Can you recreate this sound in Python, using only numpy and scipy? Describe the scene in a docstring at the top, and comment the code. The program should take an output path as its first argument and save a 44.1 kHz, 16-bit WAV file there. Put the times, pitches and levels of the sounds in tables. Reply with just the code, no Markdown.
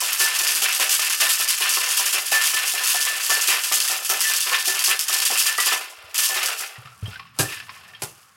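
"""Ice cubes rattle in a steel shaker: dense small clicks under louder crashes at the ends of the tin, whose wall rings.
Then the shaker is turned over, set on a wooden counter and slapped twice while ice clinks in the drink.
Ice is bursts of noise and short pings through the damped modes of the wall; ring, knocks and booms are sines.
A small furnished room answers with decaying noise, over steady room tone; the recorder limits the peaks."""
import sys
import numpy as np
from scipy import signal
from scipy.fft import rfft, irfft, next_fast_len
from scipy.io import wavfile
from scipy.ndimage import uniform_filter1d, minimum_filter1d, map_coordinates

SR = 44100
rng = np.random.default_rng(int(sys.argv[2]) if len(sys.argv) > 2 else 0)


def transcribe(u):
    """Save the signal u as a 16-bit wav file named by the first command-line argument.

    u: samples, shape (n,) or (channels, n), limited to [-1, 1]; the rate is SR.
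    q: integer samples, one column per channel.
    """
    v = np.clip(np.atleast_2d(u).T, -1, 1)
    q = np.round(v * 32767).astype(np.int16)
    wavfile.write(sys.argv[1], SR, q)


N = 368676

# Event levels below are relative: each layer adds its own trim in dB.
# Ice arrives at an end of the tin: start_s [s], level_db [dB], t60_s [s]
CRASHES = [(0.004, -6, .2), (0.0717, -18, 0.12), (0.1221, -10, 0.26), (0.198, 1, 0.31), (0.351, -8, 0.2),
           (0.3895, -3, 0.14), (0.469, -6, 0.75), (0.5496, -12.5, 0.057), (0.618, -3.5, 0.16),
           (0.727, -8, 0.11), (0.7961, -4, 0.24), (0.8936, 7, 0.025), (0.921, -25, 0.096),
           (0.9945, -7, 0.087), (1.102, -3, 0.073), (1.202, -4, 0.18), (1.292, -2.5, 0.19),
           (1.3912, -7, 0.13), (1.484, -7, 0.25), (1.6944, -2, 0.13), (1.7384, -8, 0.57),
           (1.8876, -9.5, 0.14), (1.903, -11.5, 0.097), (1.956, -14.5, 0.1), (1.972, -3.5, 0.27),
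           (2.0564, -7, 0.84), (2.1287, -2, 0.12), (2.1774, -13, 0.15), (2.259, -9.5, 0.39),
           (2.3166, -0.5, 0.36), (2.4134, -6, 0.1), (2.4389, -8, 0.98), (2.673, -6, 0.29),
           (2.7926, -29, 0.16), (2.838, -4.5, 0.23), (2.8744, -9.5, 0.28), (2.8968, -8, 0.42),
           (2.9554, -6, 0.11), (3.0056, -11, 0.14), (3.2365, -8, 0.41), (3.2967, 2, 0.079), (3.412, -8, 1),
           (3.474, -5, 0.31), (3.6377, -4, 0.046), (3.703, -20.5, 0.066), (3.7224, 3, 0.057),
           (3.8035, -5, 0.22), (3.8776, -4, 0.3), (4.0483, -9.5, 0.22), (4.0966, 1, 0.047),
           (4.205, -4, 0.25), (4.2785, -10, 0.41), (4.3365, -3, 0.056), (4.356, -13.5, 0.083),
           (4.4064, -19, 0.1), (4.6554, -1, 0.039), (4.68, -13, 0.12), (4.791, -10, 0.17),
           (4.8396, 0.5, 0.24), (4.992, -4.5, 0.15), (5.083, -4.5, 0.16), (5.127, -5, 0.15),
           (5.202, -5.5, 0.04), (5.2206, -8, 0.083), (5.251, -3, 0.27), (5.3106, -8.5, 0.11),
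           (5.375, -0.5, 0.22), (5.387, -7, 0.14), (5.465, -7, 0.13), (5.579, -3, 0.048), (5.603, -5, 0.18),
           (5.6582, 2, 0.056), (5.7179, -12, 0.24), (6.145, -6.5, 0.25), (6.179, -2, 0.47),
           (6.2352, -4, 0.16), (6.3424, -11, 0.31), (6.43, -10, 0.13), (6.4583, -10.5, 0.13),
           (6.5804, -16, 0.45)]
# The load lands as a stroke turns: start_s [s], knock_db [dB], knock_hz [Hz], thud_db [dB], wall_db [dB], ring_db [dB]
STROKES = [(0.017, -22, 1006, -49, -43, -63), (0.198, -26, 1150, -34, -41, -25),
           (0.401, -27, 1310, -39, -47, -36), (0.619, -23, 804, -36.5, -29, -53),
           (0.795, -20.5, 1030, -34, -27.5, -55), (0.991, -23, 1210, -60.5, -49, -37),
           (1.201, -23, 1186, -35, -28, -29), (1.396, -23, 1314, -49, -43, -40.5),
           (1.606, -26, 938, -35.5, -29.5, -55), (1.77, -18, 1065, -47, -55, -52),
           (1.996, -18.5, 990, -49, -38, -50), (2.14, -26, 802, -34, -36, -77),
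           (2.32, -14.5, 773, -30.5, -25, -18.5), (2.535, -26, 1240, -40, -32, -28.5),
           (2.739, -26, 725, -43, -54, -35.5), (2.945, -19.5, 748, -49, -34, -31),
           (3.062, -30, 1140, -60, -34.5, -29.5), (3.294, -16, 1143, -32.5, -29, -24),
           (3.481, -26, 1280, -32.5, -24, -36.5), (3.714, -18, 1180, -42.5, -37, -40),
           (3.897, -25, 759, -39, -39, -41), (4.091, -17, 1310, -30, -27.5, -35),
           (4.239, -41, 1160, -50, -50, -27), (4.299, -25, 1030, -46, -45, -64),
           (4.462, -27, 1030, -42, -28, -44), (4.517, -15.5, 1090, -34.5, -23.5, -28),
           (4.674, -26, 756, -31, -33, -30.5), (4.879, -21, 1080, -36.5, -25, -31),
           (5.095, -20.5, 1270, -38.5, -32, -34.5), (5.302, -18.5, 775, -34, -32, -43),
           (5.457, -27, 1200, -65, -45, -29.5), (5.583, -14, 1186, -52, -32, -46),
           (5.665, -19, 1023, -36, -26, -32.5), (5.72, -15, 1300, -34, -37, -42),
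           (6.178, -30, 1330, -52, -41, -36), (6.294, -25, 1046, -44, -33, -32.5),
           (6.359, -24, 1210, -41, -28, -43), (6.419, -27, 1260, -39, -36, -40),
           (6.485, -23.5, 1320, -47, -39, -56), (6.604, -36.5, 1230, -45.5, -38, -51)]
# Loose ice between strokes: time_s [s], bright clicks click_db [dB], ice and drink on the wall wall_db [dB],
# load in the tin load_db [dB]
LOOSE_ICE = [(0, -23.5, -24, -43), (1.6, -20.5, -24.5, -49), (2.0, -22.5, -22.5, -40), (2.3, -37, -29, -55),
             (2.5, -22.5, -25, -45), (3.9, -23, -27, -46), (4.06, -30, -32, -45), (4.3, -21, -28.5, -56),
             (4.9, -22, -27.5, -46), (5.05, -30, -37, -58), (5.15, -22, -24.5, -45.5),
             (5.73, -27.5, -27, -47), (5.87, -41.5, -39, -51), (6.08, -52.5, -43.5, -54.5),
             (6.19, -31, -32, -53), (6.33, -25.5, -30, -44), (6.49, -30, -30.5, -44),
             (6.66, -32.5, -36, -46.5), (6.73, -50, -45, -50.5), (6.99, -53.5, -57, -64),
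             (7.08, -45, -37.5, -49.5), (7.33, -66, -55, -86), (7.4, -37, -43, -36), (7.54, -34, -27, -54),
             (7.66, -49, -46.5, -59), (7.76, -48, -45, -57), (7.99, -56, -49.5, -59),
             (8.03, -43.5, -49, -59), (8.36, -58, -64, -71)]
# Fingers and palm land on the tin: start_s [s], crack_db [dB], spray_db [dB], body_db [dB], body_hz [Hz]
SLAPS = [(7.3885, 4, -25, -25.5, 293), (7.3897, -12, -17.5, -41, 524), (7.3964, -13, -21, -23.5, 400),
         (8.02, -29, -21.5, -37, 785)]
# Damped modes of the tin wall: centre_hz [Hz], width_hz [Hz], gain_db [dB]
WALL_MODES = [(380, 146, -3.5), (774, 26, -1), (1017, 16.4, 2.5), (2050, 24, -2.5), (2415, 35, -6),
              (2650, 180, -5.5), (2700, 17, -27), (4400, 24, -6)]
# Broad colour of hard bright clicks: freq_hz [Hz], relative gain_db [dB]
CLICK_COLOUR = [(1760, -28.5), (3000, 0), (3970, -7), (4700, 0), (11800, -1.5), (15100, -11.5), (16000, -8)]
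# Broad colour of ice and drink against the wall: freq_hz [Hz], relative gain_db [dB]
WALL_COLOUR = [(530, -47), (900, -14.5), (1190, -5.5), (1660, -4.5), (1730, -4), (1820, 1), (1880, -6.5),
               (2670, -1.5), (4200, -10), (5460, -9.5), (9240, -120)]
# Broad colour of the whole load moving: freq_hz [Hz], relative gain_db [dB]
LOAD_COLOUR = [(35, -59), (60, -41), (314, -15.5), (391, -10.5), (436, -7), (684, -1), (745, 0), (1100, -5),
               (1430, 3), (2420, -120)]


def amp(db):
    """Decibels to gain."""
    return 10 ** (np.asarray(db) / 20)


def unit(x):
    """Scale to rms 1."""
    return x / np.sqrt(np.mean(x ** 2) + 1e-20)


def along(points, hz):
    """Read (Hz, value) points on a log frequency axis."""
    f, v = np.transpose(points)
    return np.interp(np.log(hz + 1), np.log(f + 1), v)


def curves(rows):
    """One value per sample for each column after the time."""
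    s, *cols = np.transpose(rows)
    return [np.interp(np.arange(N) / SR, s, c, right=c[-1]) for c in cols]


def filtered(x, response):
    """x through a complex response of frequency, with padding so that tails do not wrap."""
    m = 2 * next_fast_len(N // 2 + SR // 4)
    return irfft(rfft(x, m) * response(np.fft.rfftfreq(m, 1 / SR)), m)[..., :N]


def coloured_noise(colour):
    """Steady noise in a given colour; rms 1."""
    return unit(filtered(rng.standard_normal(N), lambda hz: amp(along(colour, hz))))


def causal(gain):
    """The minimum-phase response of a gain, so that nothing sounds before a blow."""
    cepstrum = irfft(np.log(gain + 1e-6))
    middle = len(cepstrum) // 2
    cepstrum[1:middle] *= 2
    cepstrum[middle + 1:] = 0
    return np.exp(rfft(cepstrum))


def tin(x, colour):
    """x in a broad colour with the resonant wall modes standing on it, at the power of x."""
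    def response(hz):
        modes = sum(amp(db) * 1j * hz * width / (centre ** 2 - hz ** 2 + 1j * hz * width)
                    for centre, width, db in WALL_MODES)
        return causal(amp(along(colour, hz))) * (1 + modes)
    return unit(filtered(x, response)) * np.sqrt(np.mean(x ** 2))


def contacts(per_s, spread_db, t60):
    """Random contacts of uneven size, each a short dying burst of noise; rms 1."""
    size = (rng.random(N) < per_s / SR) * amp(spread_db * np.minimum(rng.exponential(size=N), 3))
    envelope = signal.lfilter([1], [1, -amp(-60 / (t60 * SR))], size)
    return unit(envelope * rng.standard_normal(N))


def pings(count, centre_hz, scatter, cycles, spread_db):
    """Chips of all sizes, each ringing a few cycles at its own pitch; rms 1."""
    when, pitch, size = rng.random((count, 3)).T[:, :, None]
    hz = np.minimum(centre_hz * np.exp(scatter * (2 * pitch - 1)), .45 * SR)
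    offset = np.arange(256)
    t = offset / SR
    level = amp(-spread_db * np.log(size + 0.044))
    grain = level * np.exp(-t * hz / cycles) * np.sin(2 * np.pi * hz * t)
    at = (when * N).astype(int) + offset
    return unit(np.bincount(at.ravel(), grain.ravel())[:N])


def fades(rows):
    """An envelope that jumps and dies for each (s, dB, t60 s), cut off after half a second at most."""
    out = np.zeros(N + SR)
    for s, db, t60 in rows:
        t = np.arange(int(np.clip(t60, .004, .5) * SR)) / SR
        out[round(s * SR):][:len(t)] += amp(db - 60 * t / max(t60, .004))
    return out[:N]


def swells(rows, rise_s, t60, hold_s=0):
    """An envelope that climbs, holds and then dies for each (s, dB), cut off after half a second."""
    out, t = np.zeros(N + SR), np.arange(SR // 2) / SR
    shape = np.minimum(t / rise_s, 1) * amp(-60 * np.maximum(t - rise_s - hold_s, 0) / t60)
    for s, db in rows:
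        out[round(s * SR):][:len(t)] += amp(db) * shape
    return out[:N]


def tones(rows, attack, unsteady):
    """A dying sine with a wandering phase for each (s, dB, Hz, t60 s); attack in s, unsteady in rad per sample."""
    out = np.zeros(N + SR)
    wander = unsteady * np.cumsum(rng.standard_normal(N + SR))
    for s, db, hz, t60 in rows:
        t, at = np.arange(int(min(t60, .5) * SR)) / SR, round(s * SR)
        drift = wander[at:][:len(t)] - wander[at]
        envelope = amp(db - 60 * t / t60) * (1 - np.exp(-t / attack))
        out[at:][:len(t)] += envelope * np.sin(2 * np.pi * hz * t + drift)
    return out[:N]


def room_tone():
    """The quiet room itself: steady coloured noise."""
    # freq_hz [Hz], relative gain_db [dB]
    air_colour = [(15, -83), (25, -42), (911, -4.5), (1100, 13), (1370, 7.5), (11900, -30), (14800, -36),
                  (16000, -57)]
    return amp(-57.5) * coloured_noise(air_colour)


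def room(x, size=8192):
    """Each frequency dies at its own speed; the shaker keeps moving, so the fine pattern of echoes keeps changing."""
    # Reverberation time of the furnished room: freq_hz [Hz], t60_s [s]
    room_decay = [(100, 0.37), (500, 0.33), (3000, 0.12), (10000, 0.23)]
    starts = np.arange(-size, N, size)
    # A fresh noise tail for each block of sound
    noise = rng.standard_normal((len(starts), 2 * size))
    hz, t, bands = signal.stft(noise, SR, nperseg=256)
    decay = amp(-60 * t / along(room_decay, hz)[:, None])
    tails = signal.istft(bands * decay, SR, nperseg=256)[1]
    # Overlapping windowed blocks, each with its own echoes, are added back in place
    where = starts[:, None] + size + np.arange(2 * size)
    pieces = np.pad(x, (size, 2 * size))[where] * np.hanning(2 * size)
    wet = signal.fftconvolve(pieces, tails / np.linalg.norm(tails[0]), axes=1)
    where = starts[:, None] + size + np.arange(wet.shape[1])
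    echoes = np.bincount(where.ravel(), wet.ravel())[size:]
    return np.pad(echoes, (200, 0))[:N]  # the echoes start 200 samples late


def counter():
    """The wooden top booms at each thud, with a shorter overtone, and rumbles while the base rocks."""
    # Blows on the counter: start_s [s], level_db [dB], pitch_hz [Hz], t60_s [s]
    thuds = [(5.979, -60, 69, 0.12), (6.04, -51, 80.7, 0.11), (6.781, -40.5, 118, 0.11),
             (6.851, -45, 124.5, 0.13), (7.026, -23.5, 102, 0.086), (7.079, -27, 103, 0.035),
             (7.395, -19.5, 114, 0.072), (8.034, -33, 127, 0.051)]
    # The base rocking on the wood: time_s [s], level_db [dB]
    rocking = [(6.7, -84), (6.81, -89), (6.934, -67), (6.982, -56), (7.374, -54), (7.822, -58.5),
               (8.008, -60), (8.36, -67)]
    # Colour of the rumble: freq_hz [Hz], relative gain_db [dB]
    wood_colour = [(40, -28), (100, -7), (140, -14), (230, -22), (400, -39), (900, -120)]
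    boom = tones([(s, db + 12, hz, t60) for s, db, hz, t60 in thuds], attack=0.0038, unsteady=0.0048)
    overtone = tones([(s, db - 15, 4.3 * hz, .06) for s, db, hz, _ in thuds], attack=0.0013, unsteady=0.02)
    rocking_db = curves([(0, -120), (6.69, -120), *rocking])[0]
    return boom + overtone + amp(rocking_db) * coloured_noise(wood_colour)


def clinks():
    """Wet ice floating in the drink gives a short unsteady tone and a small cluster of ticks."""
    # start_s [s], level_db [dB], pitch_hz [Hz]
    floating_ice = [(6.5778, -35, 2640), (6.602, -25, 1254), (6.621, -25, 1950), (6.754, -29.5, 1900),
                    (6.854, -32, 1240), (6.8722, -32, 1300), (6.92, -36, 1380), (7.026, -37.5, 1350),
                    (7.0577, -24.5, 3200), (7.13, -28, 1460), (7.1574, -24.5, 1550), (7.1954, -24.5, 1080),
                    (7.253, -35.5, 1095), (7.394, -9, 1600), (7.457, -21, 1800), (7.533, -28, 1870),
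                    (7.573, -25.5, 1760), (7.6016, -26, 1740), (7.683, -35, 1010), (7.693, -26, 1050),
                    (7.764, -35, 1105), (7.786, -43, 2800), (7.834, -37, 1110), (7.885, -37, 1810),
                    (7.9345, -32, 1810), (7.9477, -30, 3200), (8.0208, -48, 1090)]
    cluster = fades([(s, db - 13, .09) for s, db, _ in floating_ice])
    ticks = tin(cluster * contacts(per_s=1100, spread_db=-8.0, t60=0.015), WALL_COLOUR)
    tone = tones([(s, db - 4.5, hz, .07) for s, db, hz in floating_ice], attack=0.0013, unsteady=0.052)
    return ticks + tone


def slaps():
    """A bright crack of skin on steel, the jolted ice, and the hollow body of the tin."""
    # Colour of the jolted ice: freq_hz [Hz], relative gain_db [dB]
    palm_colour = [(88, -21), (150, -11), (193, -17), (414, -12), (1140, -14.5), (1760, -16), (2020, -19.5),
                   (2600, -17.5), (11300, -13.5), (16000, -29)]
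    snap = fades([(s, db - 11, .012) for s, db, *_ in SLAPS])
    crack = tin(snap * rng.standard_normal(N), CLICK_COLOUR)
    jolt = fades([(s, db, .14) for s, _, db, *_ in SLAPS])
    spray = tin(jolt * contacts(per_s=4200, spread_db=0.0, t60=0.0052), palm_colour)
    body = tones([(s, db + 4.0, hz, .11) for s, _, _, db, hz in SLAPS], attack=0.0012, unsteady=0.027)
    return crack + spray + body


def ring():
    """The least damped mode, a sine with a wandering phase, builds up at each stroke."""
    ring_hz = 1762
    t = np.arange(N) / SR
    wander = map_coordinates(np.cumsum(rng.standard_normal(400)), [t * 30])  # 30 random steps a second
    strokes = swells([(s, db) for s, *_, db in STROKES], rise_s=0.019, t60=0.25, hold_s=0.035)
    # The first slap sets the clear mode going while the ice lies still
    slap = swells([(SLAPS[0][0], -39)], rise_s=0.019, t60=0.76)
    # Between strokes the ring follows the loose ice on the wall
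    idle = amp(curves(LOOSE_ICE)[1] - 19.5)
    return np.sqrt(2) * (strokes + slap + idle) * np.sin(2 * np.pi * ring_hz * t + 0.27 * wander)


def knocks():
    """A big cube knocks with a short tone at its own pitch over a dull thump; the whole load sounds the lowest
    mode."""
    # Blows that start a higher mode: start_s [s], level_db [dB], pitch_hz [Hz], t60_s [s]
    clanks = [(4.2383, -23.5, 1960, 0.19), (5.5818, -17.5, 1946, 0.22)]
    blow = fades([(s, knock_db - 11.5, .1) for s, knock_db, *_ in STROKES])
    thump = tin(blow * rng.standard_normal(N), LOAD_COLOUR)
    cube = tones([(s, knock_db - 5, hz, .09) for s, knock_db, hz, *_ in STROKES], attack=0.00027, unsteady=0.035)
    lowest_hz = WALL_MODES[0][0]
    low = tones([(s, thud_db, lowest_hz, .12) for s, _, _, thud_db, _, _ in STROKES],
                attack=0.0055, unsteady=0.032)
    return thump + cube + low + tones(clanks, attack=0.0017, unsteady=.008)


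def crashes():
    """Hard single ticks, each with its own colour, and a spray of contacts dying away after each arrival."""
    # Single hard chips on steel: start_s [s], level_db [dB]
    chips = [(0.0128, -12), (0.0723, -10), (0.131, 2), (0.195, -5), (0.2424, -7), (0.391, -7), (0.469, -8),
             (0.508, -8), (0.5504, 9), (0.6494, -14), (0.7254, -6), (0.8929, -10), (0.9198, -12),
             (1.0984, 4), (1.2, -14), (1.289, -10), (1.3912, -12), (1.481, -16), (1.6214, -1), (1.6927, 2),
             (1.7384, -5), (1.7734, -7), (1.9114, -6), (2.0564, -11), (2.1274, -10), (2.2574, -17),
             (2.315, -8), (2.439, -6), (2.4574, 0), (2.4754, -6), (2.6724, -11), (2.7054, -9), (2.836, -11),
             (2.8747, -2), (2.897, -8), (2.956, -12), (3.0266, -4), (3.052, -1), (3.2365, -11),
             (3.265, -10), (3.2934, -11), (3.4116, -9), (3.474, -3), (3.637, -6), (3.703, -13), (3.754, -6),
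             (3.8023, 2), (3.8775, -4), (3.917, -8), (4.0482, -8), (4.0936, 12), (4.2064, -6),
             (4.2234, -13), (4.3214, -7), (4.3367, 0), (4.4062, -1), (4.6573, -8), (4.6798, -7),
             (4.7928, -5), (4.84, -3), (4.9927, 4), (5.0104, -7), (5.0814, -14), (5.2021, -7), (5.22, -10),
             (5.252, -2), (5.3747, -7), (5.3944, -11), (5.4254, -8), (5.4364, -10), (5.4643, -8),
             (5.5803, -16), (5.6047, -5), (5.6626, -11), (6.1443, -8), (6.2352, -12), (6.3194, -13),
             (6.4597, 1), (6.4874, -13), (6.5784, -23)]
    ticks = fades([(s, db - 9, .01) for s, db in chips])
    pitch_hz = 4500 * 2 ** (1.6 * rng.random(len(chips)))
    colour = tones([(s, db - 7, hz, .006) for (s, db), hz in zip(chips, pitch_hz)], attack=0.00017, unsteady=0.2)
    spray = fades([(s, db - 16.5, t60) for s, db, t60 in CRASHES])
    fine = spray * contacts(per_s=4000, spread_db=-0.5, t60=0.0033)
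    bright = tin(ticks * rng.standard_normal(N) + fine, CLICK_COLOUR)
    coarse = amp(-8) * spray * contacts(per_s=1000, spread_db=5, t60=0.026)
    return bright + colour + tin(coarse, WALL_COLOUR)


def flight(events):
    """Ice in the air: rises from 0 to 1 over the 0.07 s before each event."""
    t = np.arange(N) / SR
    landings = np.append(np.transpose(events)[0], 2 * N / SR)
    wait_s = landings[np.searchsorted(landings, t)] - t
    return np.clip(1 - wait_s / .07, 0, 1)


def loose_ice_gains():
    """Clicks sink before a crash and swell after it; wall and load sink before a stroke lands."""
    click_db, wall_db, load_db = curves(LOOSE_ICE)
    # Each crash stirs up the loose chips
    stir = swells([(s, db - 26) for s, db, _ in CRASHES], rise_s=0.0069, t60=0.24, hold_s=0.022)
    clicking = amp(click_db - 4 - 2.5 * flight(CRASHES)) + stir
    quiet = amp(-6 * flight(STROKES))
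    return clicking, amp(wall_db - 4) * quiet, amp(load_db) * quiet


def rattle():
    """Ice chips click on each other, scrape the wall and thud as one load; wall and load swell as a stroke turns."""
    clicking, scraping, lurching = loose_ice_gains()
    surge = swells([(s, wall_db + 1) for s, _, _, _, wall_db, _ in STROKES], rise_s=0.017, t60=0.3)
    thud = swells([(s, thud_db - 1) for s, _, _, thud_db, _, _ in STROKES], rise_s=0.018, t60=0.27)
    chips = 0.33 * pings(count=9000, centre_hz=7470, scatter=0.75, cycles=5.9, spread_db=7.0)
    stray = amp(-9) * contacts(per_s=120, spread_db=5.5, t60=0.0056)  # sharp ticks among the clicks
    bed = contacts(per_s=500, spread_db=-4, t60=0.043)
    clicks = tin(clicking * unit(chips + stray + bed), CLICK_COLOUR)
    wall = tin((scraping + surge) * contacts(per_s=500, spread_db=1.5, t60=0.052), WALL_COLOUR)
    load = tin((lurching + thud) * contacts(per_s=350, spread_db=3, t60=0.074), LOAD_COLOUR)
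    return clicks + wall + load


def scene():
    """Room tone, counter and shaker, with the room answering all but the ring."""
    air = room_tone()
    near = counter() + clinks() + slaps() + knocks() + crashes() + rattle()
    return (near + ring() + amp(-8) * room(near) + air)[None]


def record(dry):
    """A fast limiter holds the peaks, deep bass is cut, then the band ends."""
    needed = np.minimum(1, 0.5 / (np.abs(dry) + 1e-9))
    # The gain drops just ahead of each peak and glides back
    gain = uniform_filter1d(minimum_filter1d(needed, size=201), size=101)

    def response(hz):
        low_cut = (1j * hz / (75 + 1j * hz)) ** 2
        return low_cut * (hz < 15900)
    return filtered(dry * gain, response)


dry = scene()
out = record(dry)
transcribe(out)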